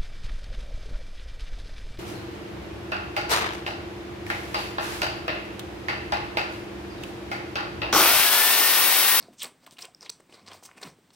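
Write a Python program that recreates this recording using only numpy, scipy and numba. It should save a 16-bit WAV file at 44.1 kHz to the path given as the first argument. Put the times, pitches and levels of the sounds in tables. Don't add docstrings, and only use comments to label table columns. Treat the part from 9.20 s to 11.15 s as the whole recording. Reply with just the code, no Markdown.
import sys
import numpy as np
from scipy import signal
from scipy.fft import rfft, irfft
from scipy.io import wavfile
from numba import njit

SR = 44100
rng = np.random.default_rng(int(sys.argv[2]) if len(sys.argv) > 2 else 0)


def transcribe(u):
    v = np.clip(np.atleast_2d(u).T, -1, 1)
    q = np.round(v * 32767).astype(np.int16)
    wavfile.write(sys.argv[1], SR, q)


N = 85995
T = np.arange(N) / SR


def from_db(db):
    return 10 ** (np.asarray(db) / 20)


def unit_rms(x):
    return x / np.sqrt(np.mean(x ** 2) + 1e-20)


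def at_hz(points, hz):
    f, value = np.transpose(points)
    return np.interp(np.log(np.maximum(hz, 1)), np.log(f), value)


def coloured_noise(spectrum):
    gain = from_db(at_hz(spectrum, np.fft.rfftfreq(N, 1 / SR)))
    return unit_rms(irfft(rfft(rng.standard_normal(N)) * gain, N))


def high_pass(x, hz):
    return signal.sosfilt(signal.butter(2, hz, "high", fs=SR, output="sos"), x)


def resonate(x, hz, width_hz):
    r = np.exp(-np.pi * width_hz / SR)
    feedback = [1, -2 * r * np.cos(2 * np.pi * hz / SR), r * r]
    return signal.lfilter(np.array([1, 0, -1]) * (1 - r * r) / 2, feedback, x)


@njit
def gliding_band(x, centre_hz, q):
    g = np.tan(np.pi * centre_hz / SR)
    out, band_state, low_state = np.zeros(len(x)), 0., 0.
    for i in range(len(x)):
        out[i] = (band_state + g[i] * (x[i] - low_state)) / (1 + g[i] * (g[i] + 1 / q))
        band_state = 2 * out[i] - band_state
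        low_state += 2 * g[i] * out[i]
    return out


def add(out, start, sound):
    i = max(int(start * SR), 0)
    out[i:i + len(sound)] += sound[:max(N - i, 0)]


def swell(t, decay):
    u = np.maximum(t, 0) / decay
    return np.sqrt(2 * np.e * u) * np.exp(-u)


def impulses(per_s, spread_db, cap_db):
    levels_db = np.minimum(spread_db * rng.exponential(1, N), cap_db)
    return from_db(levels_db) * rng.choice([-1, 1], N) * (rng.random(N) < per_s / SR)


# frequency in Hz, relative density in dB.
HUSH_SPECTRUM = [(25, -17), (45, -11), (100, -2.5), (240, 1.5), (420, -6.5), (1000, -10.5), (5000, -18.5),
                 (9000, -22.5), (16000, -21)]
HISS_SPECTRUM = [(50, -11), (120, -0.5), (350, 2.5), (3000, -6), (7000, -16.5), (15000, -8)]
def noise_floor():
    return from_db(-63) * coloured_noise(HUSH_SPECTRUM), from_db(-74.5) * coloured_noise(HISS_SPECTRUM)


def hum(start_s=1.215, end_s=1.412, hz=95.7, db=-61):
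    progress = np.clip((T - start_s) / (end_s - start_s), 0, 1)
    return from_db(db) * np.sqrt(np.abs(np.sin(np.pi * progress))) * np.sin(2 * np.pi * hz * T)


# frequency in Hz, time to fall 60 dB in seconds.
REVERB_TIMES = [(120, .5), (500, 0.19), (2000, 0.3), (5000, 0.16), (8500, 0.23), (15000, 0.13)]
# frequency in Hz, gain in dB.
REVERB_GAINS = [(120, -7.5), (500, -11), (2000, -12.5), (5000, -17.5), (8500, -11), (15000, -25)]
def reverberation(x, delay_s=0.012, build_s=0.0033):
    t, edges, response = T[:SR // 2], np.geomspace(60, 17000, 15), 0
    build = 1 - np.exp(-np.maximum(t - delay_s, 0) / build_s)
    for low, high in zip(edges, edges[1:]):
        hz = np.sqrt(low * high)
        envelope = build * from_db(-60 * t / at_hz(REVERB_TIMES, hz))
        tail = rng.standard_normal(len(t)) * envelope / np.linalg.norm(envelope)
        band = signal.butter(2, [low, high], "band", fs=SR, output="sos")
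        response += from_db(at_hz(REVERB_GAINS, hz)) * signal.sosfilt(band, tail)
    return signal.fftconvolve(x, response)[:N]


# frequency in Hz, gain in dB.
ROOM_MODES = [(243, -5.5), (390, -9)]
def standing_waves(x):
    return sum(from_db(db) * resonate(x, hz, width_hz=8.5) for hz, db in ROOM_MODES)


# start in seconds, level in dB, decay time in seconds.
TUGS = [(0.016, -57, 0.041), (.236, -53, 0.017), (.52, -61, 0.0094), (1.10, -67, 0.029),
        (1.215, -60, 0.044), (1.554, -60.5, .023), (1.652, -48.5, .018)]
def bottle_bumps(hz=178, width_hz=160):
    push = sum(from_db(db) * swell(T - start, decay) for start, db, decay in TUGS)
    body = resonate(rng.standard_normal(N), hz, width_hz)
    return push * unit_rms(resonate(body, hz, 2 * width_hz))


# time in seconds, pitch in Hz, level in dB.
SWALLOW = [(1.611, 490, -52), (1.644, 390.4, -47), (1.653, 242, -43), (1.673, 138, -48.5),
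           (1.695, 148, -60), (1.725, 135, -78)]
def gulp(roughness=0.42, churn_hz=69.5):
    times, hz, db = np.transpose(SWALLOW)
    level = from_db(np.interp(T, times, db)) * (T > times[0]) * (T < times[-1])
    churn = 1 + roughness * unit_rms(resonate(rng.standard_normal(N), churn_hz, churn_hz))
    return level * churn * np.sin(2 * np.pi * np.cumsum(np.interp(T, times, hz)) / SR)


# start in seconds, level in dB, pitch in Hz, decay in seconds.
LARGE_BUBBLES = [(.002, -48, 236, 0.0033), (.0832, -46.5, 660, 0.0043), (0.084, -42.5, 388, .0016),
                 (0.0911, -46, 203, 0.0087), (.108, -47, 250, .006), (0.3181, -51, 382, 0.0019),
                 (.526, -47, 337, 0.0011), (0.4755, -39, 1040, .00093), (0.5872, -36, 1120, 0.0002),
                 (.683, -48.5, 696, 0.0042), (.896, -47.5, 433, 0.0047), (1.0, -45, 420, 0.0013),
                 (1.094, -53.5, 334, .0033), (1.126, -43, 347, 0.0012), (1.143, -45.5, 456, 0.0014),
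                 (1.179, -40, 600, 0.00038), (1.3164, -40, 1100, 0.00096), (1.349, -42.5, 690, 0.0014),
                 (1.4264, -39.5, 800, 0.00049), (1.491, -39, 1220, 0.00075), (1.787, -50.5, 400, 0.0016)]
def bubble_pops(rise_per_s=5.7):
    out, t = np.zeros(N), T[:SR // 40]
    for start, db, hz, decay in LARGE_BUBBLES:
        ring = np.sin(2 * np.pi * hz * t * (1 + rise_per_s * t / 2))
        add(out, start, from_db(db) * swell(t, decay) * ring)
    return out


# start in seconds, level in dB, pitch in Hz,
# rise time in seconds, crack level in dB relative to the ring.
FILM_BREAKS = [ (.0078, -39, 4770, 0.00048, -20), (0.0267, -34, 4740, 0.00035, -23),
               (0.2308, -21, 14800, .0007, -17), (0.244, -19.5, 3020, 0.00016, -32),
               (0.2462, -31, 8030, 0.00054, -11), (0.2546, -30, 4470, 0.0006, -15),
               (.4640, -39, 3320, .0003, -12), (0.4652, -41.5, 14300, 0.00053, -2.5),
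               (0.51, -44, 5400, 0.0002, 5), (0.5851, -29.5, 3500, 0.00012, -12),
               (.5900, -36, 3930, 0.00073, -21), (0.652, -33, 4340, 0.00036, -3.5),
               (0.6538, -40.5, 7940, 0.00045, 5), (0.7475, -35.5, 5280, 0.00067, -13),
               (.8089, -34, 5450, 0.00049, -14), (0.8285, -31.5, 5220, 0.00026, -13),
               (.8620, -35.5, 2200, 0.00068, -33), (0.895, -22.5, 4410, 0.00046, -19),
               (0.8988, -23.5, 5860, 0.00058, -10), (0.9014, -32, 8030, 0.00038, 0),
               (1.2757, -30, 4200, 0.00013, -22), (1.2800, -32, 4300, 0.00016, -11),
               (1.2858, -38.5, 6100, .0004, -24), (1.3154, -45, 7500, 0.00017, 1),
               (1.3332, -34.5, 5200, 0.00017, -10), (1.5141, -38.5, 2100, 0.00038, -20),
               (1.6292, -31.5, 4070, 0.00081, -8)]
def tongue_clicks():
    out, t = np.zeros(N), T[:SR // 50]
    for start, db, hz, rise, crack_db in FILM_BREAKS:
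        envelope = (t / rise * np.exp(1 - t / rise)) ** 2
        crack = from_db(crack_db) * rng.standard_normal(len(t))
        add(out, start, from_db(db) * envelope * (np.sin(2 * np.pi * hz * t) + crack))
    return out


# start and length in seconds, level in dB, first and last pitch in Hz.
TEAT_SLIPS = [(0.2175, 0.0035, -30, 3590, 3470), (0.2237, 0.0043, -29, 3120, 3220),
              (0.217, 0.0086, -36.5, 8500, 8450), (0.226, 0.0048, -29, 15000, 15200),
              (0.233, 0.0057, -35, 8430, 8500), (0.6212, 0.0068, -34, 4720, 5970)]
def teat_squeaks(jitter=0.083):
    out = np.zeros(N)
    waver = unit_rms(resonate(rng.standard_normal(N), hz=430, width_hz=940))
    for start, length, db, first_hz, last_hz in TEAT_SLIPS:
        n, i = int(length * SR), int(start * SR)
        hz = np.linspace(first_hz, last_hz, n) * (1 + jitter * waver[i:i + n])
        tone = np.sin(2 * np.pi * np.cumsum(hz) / SR)
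        add(out, start, from_db(db) * signal.windows.tukey(n, .5) * tone)
    return out


def fizz(air_share=0.23):
    bursts = unit_rms(impulses(per_s=1500, spread_db=3.5, cap_db=14))
    return np.sqrt(1 - air_share) * bursts + np.sqrt(air_share) * rng.standard_normal(N)


def bubbling(per_s, low_hz, high_hz, darkness, ring_cycles=9.7):
    births = impulses(per_s, spread_db=2, cap_db=6)
    out, pitch_index = np.zeros(N), rng.integers(0, 20, N)
    for k, hz in enumerate(np.geomspace(low_hz, high_hz, 20)):
        width_hz = np.log(1000) * hz / (np.pi * ring_cycles)
        out += resonate(births * (pitch_index == k) + 1e-18, hz, width_hz) / hz ** darkness
    return unit_rms(out)


def saliva_spray(low_hz=2600):
    crackle = bubbling(per_s=2000, low_hz=low_hz, high_hz=15000, darkness=0)
    air = from_db(-4) * rng.standard_normal(N)
    return unit_rms(high_pass(crackle + air, low_hz))


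# frequency in Hz, bandwidth in Hz, relative gain in dB.
MOUTH_FORMANTS = [(297, 425, -3), (595, 520, -1), (1073, 223, 1), (2200, 490, -7)]
def mouth_cavity():
    wet = fizz()
    formants = sum((-1) ** k * from_db(db) * resonate(wet, hz, width)
                   for k, (hz, width, db) in enumerate(MOUTH_FORMANTS))
    bubbles = bubbling(per_s=330, low_hz=420, high_hz=2570, darkness=0.83)
    return unit_rms(unit_rms(formants) + from_db(-3) * bubbles)


# peak time, rise and fall in seconds, slit level in dB,
# slit frequency at the peak in Hz, glide in octaves per second, cavity level and spray level in dB.
DRAWS = [ (.022, 0.043, 0.05, -57.5, 4400, -1.5, -54.5, -62),
         (.135, 0.0089, 0.017, -66, 2940, 0, -62.5, -60.5), (.203, 0.015, 0.014, -43.5, 5800, -7, -77, -65),
         (.222, 0.016, 0.011, -35.5, 3250, -6, -61, -49),
         (.234, 0.0074, 0.0082, -46.5, 4470, 6, -45.5, -34),
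         (.248, 0.015, 0.026, -50.5, 2880, -26, -43.5, -42),
         (.445, 0.022, 0.0076, -62.5, 4900, 14, -60.5, -66),
         (.467, 0.0022, 0.015, -54.5, 3170, -4, -50.5, -55.5),
         (.528, 0.016, 0.016, -56, 3630, 6, -64, -54.5), (.571, 0.0022, 0.004, -50.5, 2800, 0, -70, -71),
         (.590, 0.0042, 0.012, -47, 2980, -22, -46.5, -49), (.622, 0.015, 0.012, -45, 4900, 15, -62, -44.5),
         (.647, 0.024, 0.015, -47, 2820, 1, -48.5, -53.5),
         (.829, 0.015, 0.014, -50.5, 5030, -6, -50.5, -61), (.861, 0.014, 0.017, -48, 3900, -28, -52, -78),
         (.8985, 0.0027, 0.0045, -38, 4730, 26, -48.5, -39),
         (1.005, 0.0066, 0.0029, -62.5, 4800, 9, -55.5, -59),
         (1.098, 0.0075, 0.032, -64.5, 4230, 10, -57.5, -69),
         (1.127, 0.0046, 0.0064, -55.5, 2900, 6, -59, -61),
         (1.143, 0.0095, 0.028, -52.5, 4400, -6, -53, -63.5),
         (1.191, 0.014, 0.034, -62, 3880, 10, -57.5, -80), (1.265, 0.003, 0.0065, -51, 4300, 3, -54, -68),
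         (1.281, 0.0028, 0.0092, -46.5, 4440, 16, -50.5, -69),
         (1.322, 0.038, 0.016, -51.5, 3280, 3, -48, -84), (1.342, 0.021, 0.043, -57, 4730, 0, -53, -55),
         (1.436, 0.0081, 0.014, -55.5, 6170, -6, -56, -48.5),
         (1.456, 0.0064, 0.014, -47, 6060, -7, -56.5, -44.5),
         (1.495, 0.029, 0.068, -69, 2260, 4, -60.5, -70), (1.577, 0.0088, 0.018, -54, 2600, -7, -51.5, -58),
         (1.616, 0.0035, 0.015, -56, 4140, 8, -46.5, -46),
         (1.632, 0.0032, 0.0064, -37, 4160, 25, -42.5, -64),
         (1.658, 0.038, 0.036, -54.5, 2550, 30.5, -47.5, -52.5),
         (1.905, 0.0012, 0.0043, -56, 3950, -11, -56.5, -79),
         (1.935, 0.0036, 0.018, -60, 4830, 2, -74, -59)]
def slurps():
    out, cavity_power, spray_power = np.zeros(N), 0, 0
    sources = [fizz(), fizz()]
    for k, (peak, rise, fall, slit_db, hz, glide, cavity_db, spray_db) in enumerate(DRAWS):
        t = T - peak
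        envelope = np.exp(-np.abs(t / np.where(t < 0, rise, fall)) ** 1.45)
        centre_hz = np.clip(hz * 2 ** (glide * np.clip(t, -rise, fall)), 200, SR / 4)
        slit = gliding_band(sources[k % 2], centre_hz, 4.1)
        out += from_db(slit_db) * envelope * unit_rms(slit)
        cavity_power += (from_db(cavity_db) * envelope) ** 2
        spray_power += (from_db(spray_db) * envelope) ** 2
    return out + np.sqrt(cavity_power) * mouth_cavity() + np.sqrt(spray_power) * saliva_spray()


def scene():
    mouth = high_pass(slurps() + teat_squeaks() + tongue_clicks() + bubble_pops(), hz=212)
    direct = mouth + high_pass(bottle_bumps() + gulp(), hz=58)
    reflection = from_db(-15) * np.interp(T - .0028, T, mouth, left=0)
    hush, hiss = noise_floor()
    mid = direct + reflection + reverberation(direct) + standing_waves(direct) + hum() + hush
    side = from_db(-44) * reverberation(direct) + hiss
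    return np.array([mid + side, mid - side])


# frequency in Hz, quality factor, gain in dB.
PORT_RESPONSE = [(6740, 13.5, -6.5), (8500, 2.32, 9.5), (11270, 1.72, -16.5), (14000, 8.6, 1.5)]
def record(dry, cutoff_hz=16000):
    for hz, q, db in PORT_RESPONSE:
        w, a = 2 * np.pi * min(hz, SR * .45) / SR, from_db(db / 2)
        k = np.sin(w) / (2 * q)
        forward = [1 + k * a, -2 * np.cos(w), 1 - k * a]
        feedback = [1 + k / a, -2 * np.cos(w), 1 - k / a]
        dry = signal.lfilter(forward, feedback, dry)
    return signal.sosfilt(signal.ellip(10, .3, 70, cutoff_hz, fs=SR, output="sos"), dry)


dry = scene()
out = record(dry)
transcribe(out)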